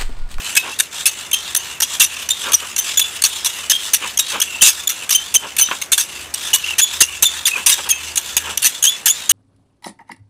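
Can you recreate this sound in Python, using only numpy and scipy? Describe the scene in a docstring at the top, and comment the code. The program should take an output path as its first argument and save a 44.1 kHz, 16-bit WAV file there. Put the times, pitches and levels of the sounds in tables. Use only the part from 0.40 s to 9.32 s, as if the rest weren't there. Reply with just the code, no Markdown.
"""Bow drill outdoors: smooth noise and low tones lie throughout; a wooden spindle grinds to and fro in a board.
Each reversal breaks loose in chattering noise bursts; many also squeak, a harmonic stack of even slips.
Soft scuffs of filtered grit come now and then as the board shifts; in five strokes the tip sings, a tone
flaring per turn. Past mid-scene the bow knocks the board twice, a sharp jolt and a rattle through the
ground resonances. Gain ducking, rounded peaks and a top cut shape the sum."""
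import sys
import numpy as np
from scipy import signal
from scipy.fft import rfft, irfft
from scipy.io import wavfile

SR = 44100
rng = np.random.default_rng(int(sys.argv[2]) if len(sys.argv) > 2 else 0)


def store_pcm(level_fs):
    """Save levels as 16-bit WAV."""
    pcm = np.round(np.clip(level_fs, -1, 1) * 32767).astype(np.int16)
    wavfile.write(sys.argv[1], SR, np.atleast_2d(pcm).T)


N = 393372

# Source levels are nominal: before random swells and record().
# far-noise spectrum: freq_hz, relative_db
OUTDOORS_SPECTRUM = [(25, -31), (60, -5), (2400, -4.5), (3200, -19.5), (6500, -12.5), (16000, -27)]
OUTDOORS_DB = -41   # rms
# low tones: centre_hz, width_hz, level_db (before swell)
HUM = [(59.5, 8.3, -69.5), (79, 5, -60.5), (361.7, 4.6, -66.5)]
# hum gain over time: time_s, gain_db
HUM_SWELL = [(5.3, 5.5), (7.0, 10), (8.1, 10.5), (8.4, -13.5)]
# grind through one stroke, slowing to a halt: stroke_share (0-1), gain_db
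STROKE_SHAPE = [(0.02, -12), (.15, -6), (.7, -1.4), (.92, -8.5), (.99, -14.5)]
# bearing pressure, read at stroke starts: time_s, grind_level_db (before push/pull offset and settling)
PRESSURE = [(0, -22), (.15, -30.5), (.4, -34), (.5, -27.5), (3.3, -24.5), (5.17, -28), (5.41, -42),
            (5.57, -31), (5.93, -24), (8.9, -28)]
# spindle and board resonances: centre_hz, width_hz, grind_relative_db, chatter_relative_db
WOOD = [(1150, 320, -12, -14), (2050, 520, -9.5, -8), (2814, 220, -2.5, 0.7), (3521, 296, -3, -0.5),
        (4620, 810, -10.5, -7), (6194, 522, -13, 3), (6920, 1050, -8.5, -19), (8095, 1156, -14, -2),
        (9394, 904, -14.5, -5), (11450, 2520, -21, -6), (15450, 3200, -25, -17)]
# bow reversals, pull and push in turn: start_s, break_loose_ms, level_db, [wait_ms after a short catch]
REVERSALS = [(0.005, 6.2, -33), (0.151, 15, -10, 13), (0.387, 12.3, -13.5, 9.5), (0.510, 5, -47),
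             (0.655, 26, -9), (0.912, 13, -20, 21), (1.147, 9.3, -12, 13), (1.402, 13.4, -9, 17),
             (1.597, 40.5, -7.5), (1.888, 10, -14, 12.5), (2.118, 12.3, -10.5, 12.5),
             (2.362, 12, -12.5, 17.5), (2.572, 13, -12.5, 20.5), (2.819, 26, -12.5, 18), (3.045, 25, -11.5),
             (3.297, 25, -10.5), (3.534, 17, -8), (3.772, 14, -14, 15), (4.0, 13.2, -11, 16.5),
             (4.217, 80, -7), (4.474, 16.3, -11, 16), (4.691, 35, -12, 13.5), (4.94, 15.4, -8),
             (5.165, 29, -12.5, 17), (5.414, 13, -17.5), (5.518, 30, -14), (5.577, 38, -12),
             (5.939, 8.7, -17.5), (6.134, 30, -11.5), (6.381, 26.7, -10.5), (6.604, 21.3, -7.5),
             (6.823, 24, -11.5), (7.052, 19.4, -9.5, 11), (7.261, 71, -10.5), (7.489, 18.2, -14.5),
             (7.757, 13.5, -14, 12.5), (7.966, 16.8, -11.5), (8.173, 56, -11.5, 47),
             (8.424, 22.3, -9.5, 13.5), (8.657, 28, -9), (8.894, 22.2, -8.5)]
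# regular stick-slip: start_s, length_ms, level_db, slip_rate_hz, overtone_gain_db, [climb_hz by length_ms]
SQUEAKS = [(0.170, 15, -11, 2576, -12), (0.657, 12, -12, 2620, -15), (0.931, 19, -11.5, 3150, -1),
           (1.164, 15, -10, 3136, 22), (1.43, 12.6, -12, 3200, 2, 150), (1.906, 15, -10, 3640, -7),
           (2.142, 15, -6, 3000, 22, -110), (2.385, 18, -14, 3100, 14), (2.573, 15, -7.5, 3534, 3.5, -110),
           (2.604, 27, -13.5, 3470, -2), (3.323, 46, -17.5, 3208, -22), (3.534, 5.2, -6.5, 3100, 13),
           (3.774, 6.4, -12, 3270, 6), (3.795, 17, -13.5, 3790, -0.5), (4.016, 11.3, -8.5, 3170, 1, 197),
           (4.211, 16, -15, 3090, -5.5), (4.473, 9, -9, 3560, 1, -150), (4.748, 17.4, -6.5, 3095, 5),
           (4.958, 12.1, -5, 3245, 2, -150), (5.212, 26, -6.5, 3107, 11, -90),
           (6.132, 13.3, -9.5, 2950, -8), (6.415, 33, -10, 3425, 0), (6.626, 14, -14, 2780, -20),
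           (6.851, 25.5, -11.5, 3545, -2.5), (7.056, 7.8, -8.5, 3530, 0), (7.324, 14, -14, 3700, -12),
           (7.504, 18, -9.5, 3395, 8, -220), (7.524, 16, -17.5, 2600, -24), (8.427, 6.87, -9, 3260, 9),
           (8.466, 34, -11, 3047, 0.5, 408), (8.685, 30, -10, 3110, 10.5, 440),
           (8.893, 11.5, -13, 3306, 7, -130)]
# board shifting on the ground: centre_s, width_ms, level_db
SCUFFS = [(0.268, 62, -27.5), (2.08, 66, -26), (3.639, 36, -25), (3.958, 44, -23.5), (5.048, 39, -26.5),
          (7.18, 46, -27), (7.394, 20, -25), (7.468, 16, -25.5), (2.24, 35, -29), (8.081, 62, -27)]
# bow hitting the board: start_s, sharp_part_db
KNOCKS = [(5.287, -20), (5.3118, -7.5)]
# ground resonances under the board: centre_hz, width_hz, relative_db
GROUND = [(253, 115, -8.5), (470, 200, -2), (1005, 213, 4), (1480, 350, 1.5), (2790, 670, 0.5)]
# tip half catching once a turn, mid-stroke: first_catch_s, length_ms, level_db, pitch_hz (before waver)
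SONGS = [(0.24, 130, -27, 2650), (4.08, 110, -25, 2750), (6.245, 115, -17, 2820), (6.69, 80, -22, 2750),
         (7.117, 70, -15, 2540)]

TURN_HZ = 43   # nominal; wanders in the grind, steady in the songs
SPIN_LEAD_S = 0.0034   # spindle turns just before it catches
PUSH_DB = 1.6   # push bears harder than PRESSURE, pull softer, before settling
LEAN_DB, LEAN_HZ = 3.0, 3150   # maximum lean; pull favours modes below this pitch, push those above
CATCH_MS, CATCH_DB = 6.7, -0.5   # short catch; level against the break-loose, if no squeak
# gain control: threshold, dB of cut per dB over, smoothing, fall of the held excess
GAIN_FROM_DB, GAIN_SHARE, GAIN_ATTACK_MS, HELD_FALL_DB_PER_S = -20, .22, 15, 70
STOPBAND_HZ = 16100


def from_db(db):
    """Gain of a level in dB."""
    return 10 ** (np.asarray(db) / 20)


def rms_one(x):
    """Scaled to rms 1."""
    return x / np.sqrt(np.mean(x ** 2) + 1e-20)


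def lag(x, ms):
    """One-pole smoothing with a time constant."""
    r = np.exp(-1000 / (ms * SR))
    return signal.lfilter([1 - r], [1, -r], x)


def drift(ms):
    """Slow random curve of spread 1, drawn at every 20th sample."""
    noise = rng.standard_normal(N // 20 + 2002)
    slow = lag(lag(noise, ms / 20), ms / 20)[2000:]   # settled part
    return np.interp(np.arange(N) / 20, np.arange(len(slow)), rms_one(slow))


def resonate(x, hz, width_hz):
    """Two-pole resonance, gain 1 on top."""
    r = np.exp(-np.pi * width_hz / SR)
    zeros = np.array([1, 0, -1]) * (1 - r * r) / 2
    poles = [1, -2 * r * np.cos(2 * np.pi * hz / SR), r * r]
    return signal.lfilter(zeros, poles, x)


def grains(per_s, spread_db):
    """Fibres catching at random, of uneven size and sign; rms 1."""
    sizes = from_db(spread_db * np.minimum(rng.exponential(1, N), 4)) * rng.choice([-1, 1], N)
    return rms_one(sizes * (rng.random(N) < per_s / SR))


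def body(force, modes, shift_db, shift_ms, count, lean_db=0):
    """Clusters of narrow modes; the wandering contact point changes how much force each gets."""
    # unit noise in, about rms 1 out
    norm = np.sqrt(sum(from_db(2 * db) * width_hz * np.pi / SR for hz, width_hz, db in modes))
    out = np.zeros(N)
    for hz, width_hz, db in modes:
        lean = np.clip(LEAN_HZ / (hz - LEAN_HZ) / 10, -1, 1)
        felt = force * rng.choice([-1, 1], N) * from_db(db + lean_db * lean)
        for k in range(count):
            mode_hz = hz + 2 * width_hz * ((k + .5) / count - .5)
            shifted = felt * from_db(shift_db * drift(shift_ms))
            out += (-1) ** k * resonate(shifted, mode_hz, 1.75 * width_hz / count)
    return out / norm


def gate(start_s, length_ms, rise_ms):
    """Slice of a burst and its flat envelope with a rounded start and end."""
    i = round(start_s * SR)
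    t_ms = np.arange(min(round(length_ms * SR / 1000), N - i)) * 1000 / SR
    edge = np.clip(np.minimum(t_ms, length_ms - t_ms) / rise_ms, 0, 1)
    return slice(i, i + len(t_ms)), np.sin(np.pi / 2 * edge)


def outdoors():
    """Spectrally shaped far noise plus low tones: narrow resonances wavering on noise."""
    freq_hz = np.maximum(np.fft.rfftfreq(N, 1 / SR), 1)
    knot_hz, knot_db = np.transpose(OUTDOORS_SPECTRUM)
    colour = from_db(np.interp(np.log(freq_hz), np.log(knot_hz), knot_db))
    air = from_db(OUTDOORS_DB) * rms_one(irfft(rfft(rng.standard_normal(N)) * colour, N))
    tones = np.zeros(N)
    for hz, width_hz, level_db in HUM:
        narrow = resonate(resonate(rng.standard_normal(N), hz, width_hz), hz, width_hz)
        tones += from_db(level_db) * rms_one(narrow)
    swell_db = np.interp(np.arange(N) / SR, *np.transpose(HUM_SWELL))
    return air + tones * from_db(swell_db)


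def grind():
    """Rasp level follows the spin speed in each stroke; the uneven tip bears harder once a turn."""
    starts_s = np.array([row[0] for row in REVERSALS]) - SPIN_LEAD_S
    direction = (-1) ** np.arange(len(starts_s))   # pull +1, push -1
    levels_db = np.interp(starts_s, *np.transpose(PRESSURE)) - PUSH_DB * direction
    t_s = np.arange(N) / SR
    progress = np.interp(t_s, np.append(starts_s, starts_s[-1] + .23), np.arange(len(starts_s) + 1))
    stroke = np.minimum(progress.astype(int), len(starts_s) - 1)
    share = progress - stroke
    # strokes start with similar bite; pressure differences grow along them
    level_db = -26 + (levels_db[stroke] + 26) * (0.1 + 1.3 * share)
    level_db += np.interp(share, *np.transpose(STROKE_SHAPE))
    turn = 2 * np.pi * np.cumsum(TURN_HZ * from_db(3.1 * drift(40.2))) / SR
    level_db = lag(level_db + 30, 4) - 30   # smoothing starts from -30 dB
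    level_db += 2.0 * np.sin(turn) + 1.5 * drift(12)
    rasp = from_db(level_db) * grains(7000, 2.5)
    lean_db = -LEAN_DB * (-1) ** stroke
    modes = np.array(WOOD)[:, [0, 1, 2]]
    return body(rasp, modes, shift_db=2.4, shift_ms=16, count=3, lean_db=lean_db)


def squeaked(start_s):
    """True if a squeak starts within 5 ms of the reversal."""
    return min(abs(row[0] - start_s) for row in SQUEAKS) < .005


def chatter():
    """Reversals break loose in irregular hard slips, some after a short catch; weaker judder dies away."""
    bursts = []
    for start_s, ms, level_db, *wait_ms in REVERSALS:
        bursts.append((start_s + sum(wait_ms) / 1000, ms, level_db))
        if wait_ms:
            # a squeak softens the catch
            bursts.append((start_s, CATCH_MS, level_db + CATCH_DB - 6 * squeaked(start_s)))
    push = np.zeros(N)
    for start_s, ms, level_db in bursts:
        span, shape = gate(start_s, ms, rise_ms=1.8)
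        push[span] = np.maximum(push[span], from_db(level_db) * shape)
    judder = from_db(-4.0) * lag(push, 20.0)
    push = np.maximum(push, judder)
    force = push * from_db(2.4 * drift(3)) * grains(7000, 4.36)
    return body(force, np.array(WOOD)[:, [0, 1, 3]], shift_db=4, shift_ms=9, count=4)


def squeaks():
    """Even slips make a wavering, gritty harmonic stack; long squeaks leave a fainter one lingering."""
    out = np.zeros(N)
    waver = .005 * drift(4) + .005 * drift(.4)
    swell = [from_db(3 * drift(2.5)) for _ in range(5)]
    grit = 1 + .3 * drift(.3)
    for start_s, ms, level_db, hz, overtone_db, *climb_hz in SQUEAKS:
        span, edges = gate(start_s - .001, ms + 70, rise_ms=2.2)
        t_ms = np.arange(len(edges)) * 1000 / SR
        linger = np.clip(ms / 18, 0, 1) ** 3 * from_db(-7 - 0.18 * (t_ms - ms))
        shape = edges * np.clip((ms + 3.5 - t_ms) / 5, np.minimum(linger, 1), 1)
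        slip_hz = (hz + sum(climb_hz) * np.minimum(t_ms / ms, 1)) * (1 + waver[span])
        phase = 2 * np.pi * np.cumsum(slip_hz) / SR
        partials = from_db(np.array([-4.5, -4.5, -11, -14.5, -15]) + overtone_db * (np.arange(5) > 0))
        stack = np.zeros(len(edges))
        for k, gain in enumerate(partials):
            # overtones fade faster as the grip weakens
            fade = swell[k][span] * shape ** (1 + 0.5 * k)
            stack += gain * fade * np.cos((k + 1) * phase + 1.69 * k)
        out[span] += from_db(level_db) * stack * grit[span] * np.sqrt(2 / np.sum(partials ** 2))
    return out


def scuffs():
    """Grit under the board in soft swells; a knock jolts it sharply and rattles out."""
    t_s = np.arange(N) / SR
    push = np.zeros(N)
    for centre_s, width_ms, level_db in SCUFFS:
        push += from_db(level_db) * np.exp(-2 * (1000 * (t_s - centre_s) / width_ms) ** 2)
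    for start_s, level_db in KNOCKS:
        after_ms = 1000 * np.maximum(t_s - start_s, 0)
        jolt_and_rattle = np.exp(-after_ms / 2.0) + 0.35 * np.exp(-after_ms / 18)
        push += (t_s > start_s) * from_db(level_db) * jolt_and_rattle
    return body(push * grains(6000, 2.5), GROUND, shift_db=2.5, shift_ms=8, count=2)


def songs():
    """The half-catching tip makes a wavering sine that flares once per nominal turn."""
    out = np.zeros(N)
    waver = .04 * drift(18) + .015 * drift(1.4)
    swell = from_db(2.5 * drift(5))
    for first_s, ms, level_db, hz in SONGS:
        span, edges = gate(first_s - .5 / TURN_HZ, ms, rise_ms=10)
        t_s = np.arange(len(edges)) / SR
        flare = from_db(level_db - 18 * np.cos(np.pi * TURN_HZ * t_s) ** 2)
        phase = 2 * np.pi * np.cumsum(hz * (1 + waver[span])) / SR
        out[span] += edges * flare * swell[span] * np.sin(phase)
    return out


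def scene():
    """All sources summed to one channel."""
    return (outdoors() + grind() + chatter() + squeaks() + scuffs() + songs())[None]


def record(dry):
    """Gain ducks under loud bursts and creeps back, peaks overload the input, then the top is cut."""
    over_db = np.maximum(10 * np.log10(lag(dry ** 2, 4) + 1e-12) - GAIN_FROM_DB, 0)
    fall_db = HELD_FALL_DB_PER_S * np.arange(N) / SR
    held_db = np.maximum.accumulate(over_db + fall_db, axis=1) - fall_db
    ducked = dry * from_db(1.2 - GAIN_SHARE * lag(held_db, GAIN_ATTACK_MS))
    ceiling = .93
    rounded = ducked / (1 + (np.abs(ducked) / ceiling) ** 6) ** (1 / 6)
    top_cut = signal.cheby2(18, 70, STOPBAND_HZ, fs=SR, output="sos")
    return signal.sosfilt(top_cut, rounded)


dry = scene()
out = record(dry)
store_pcm(out)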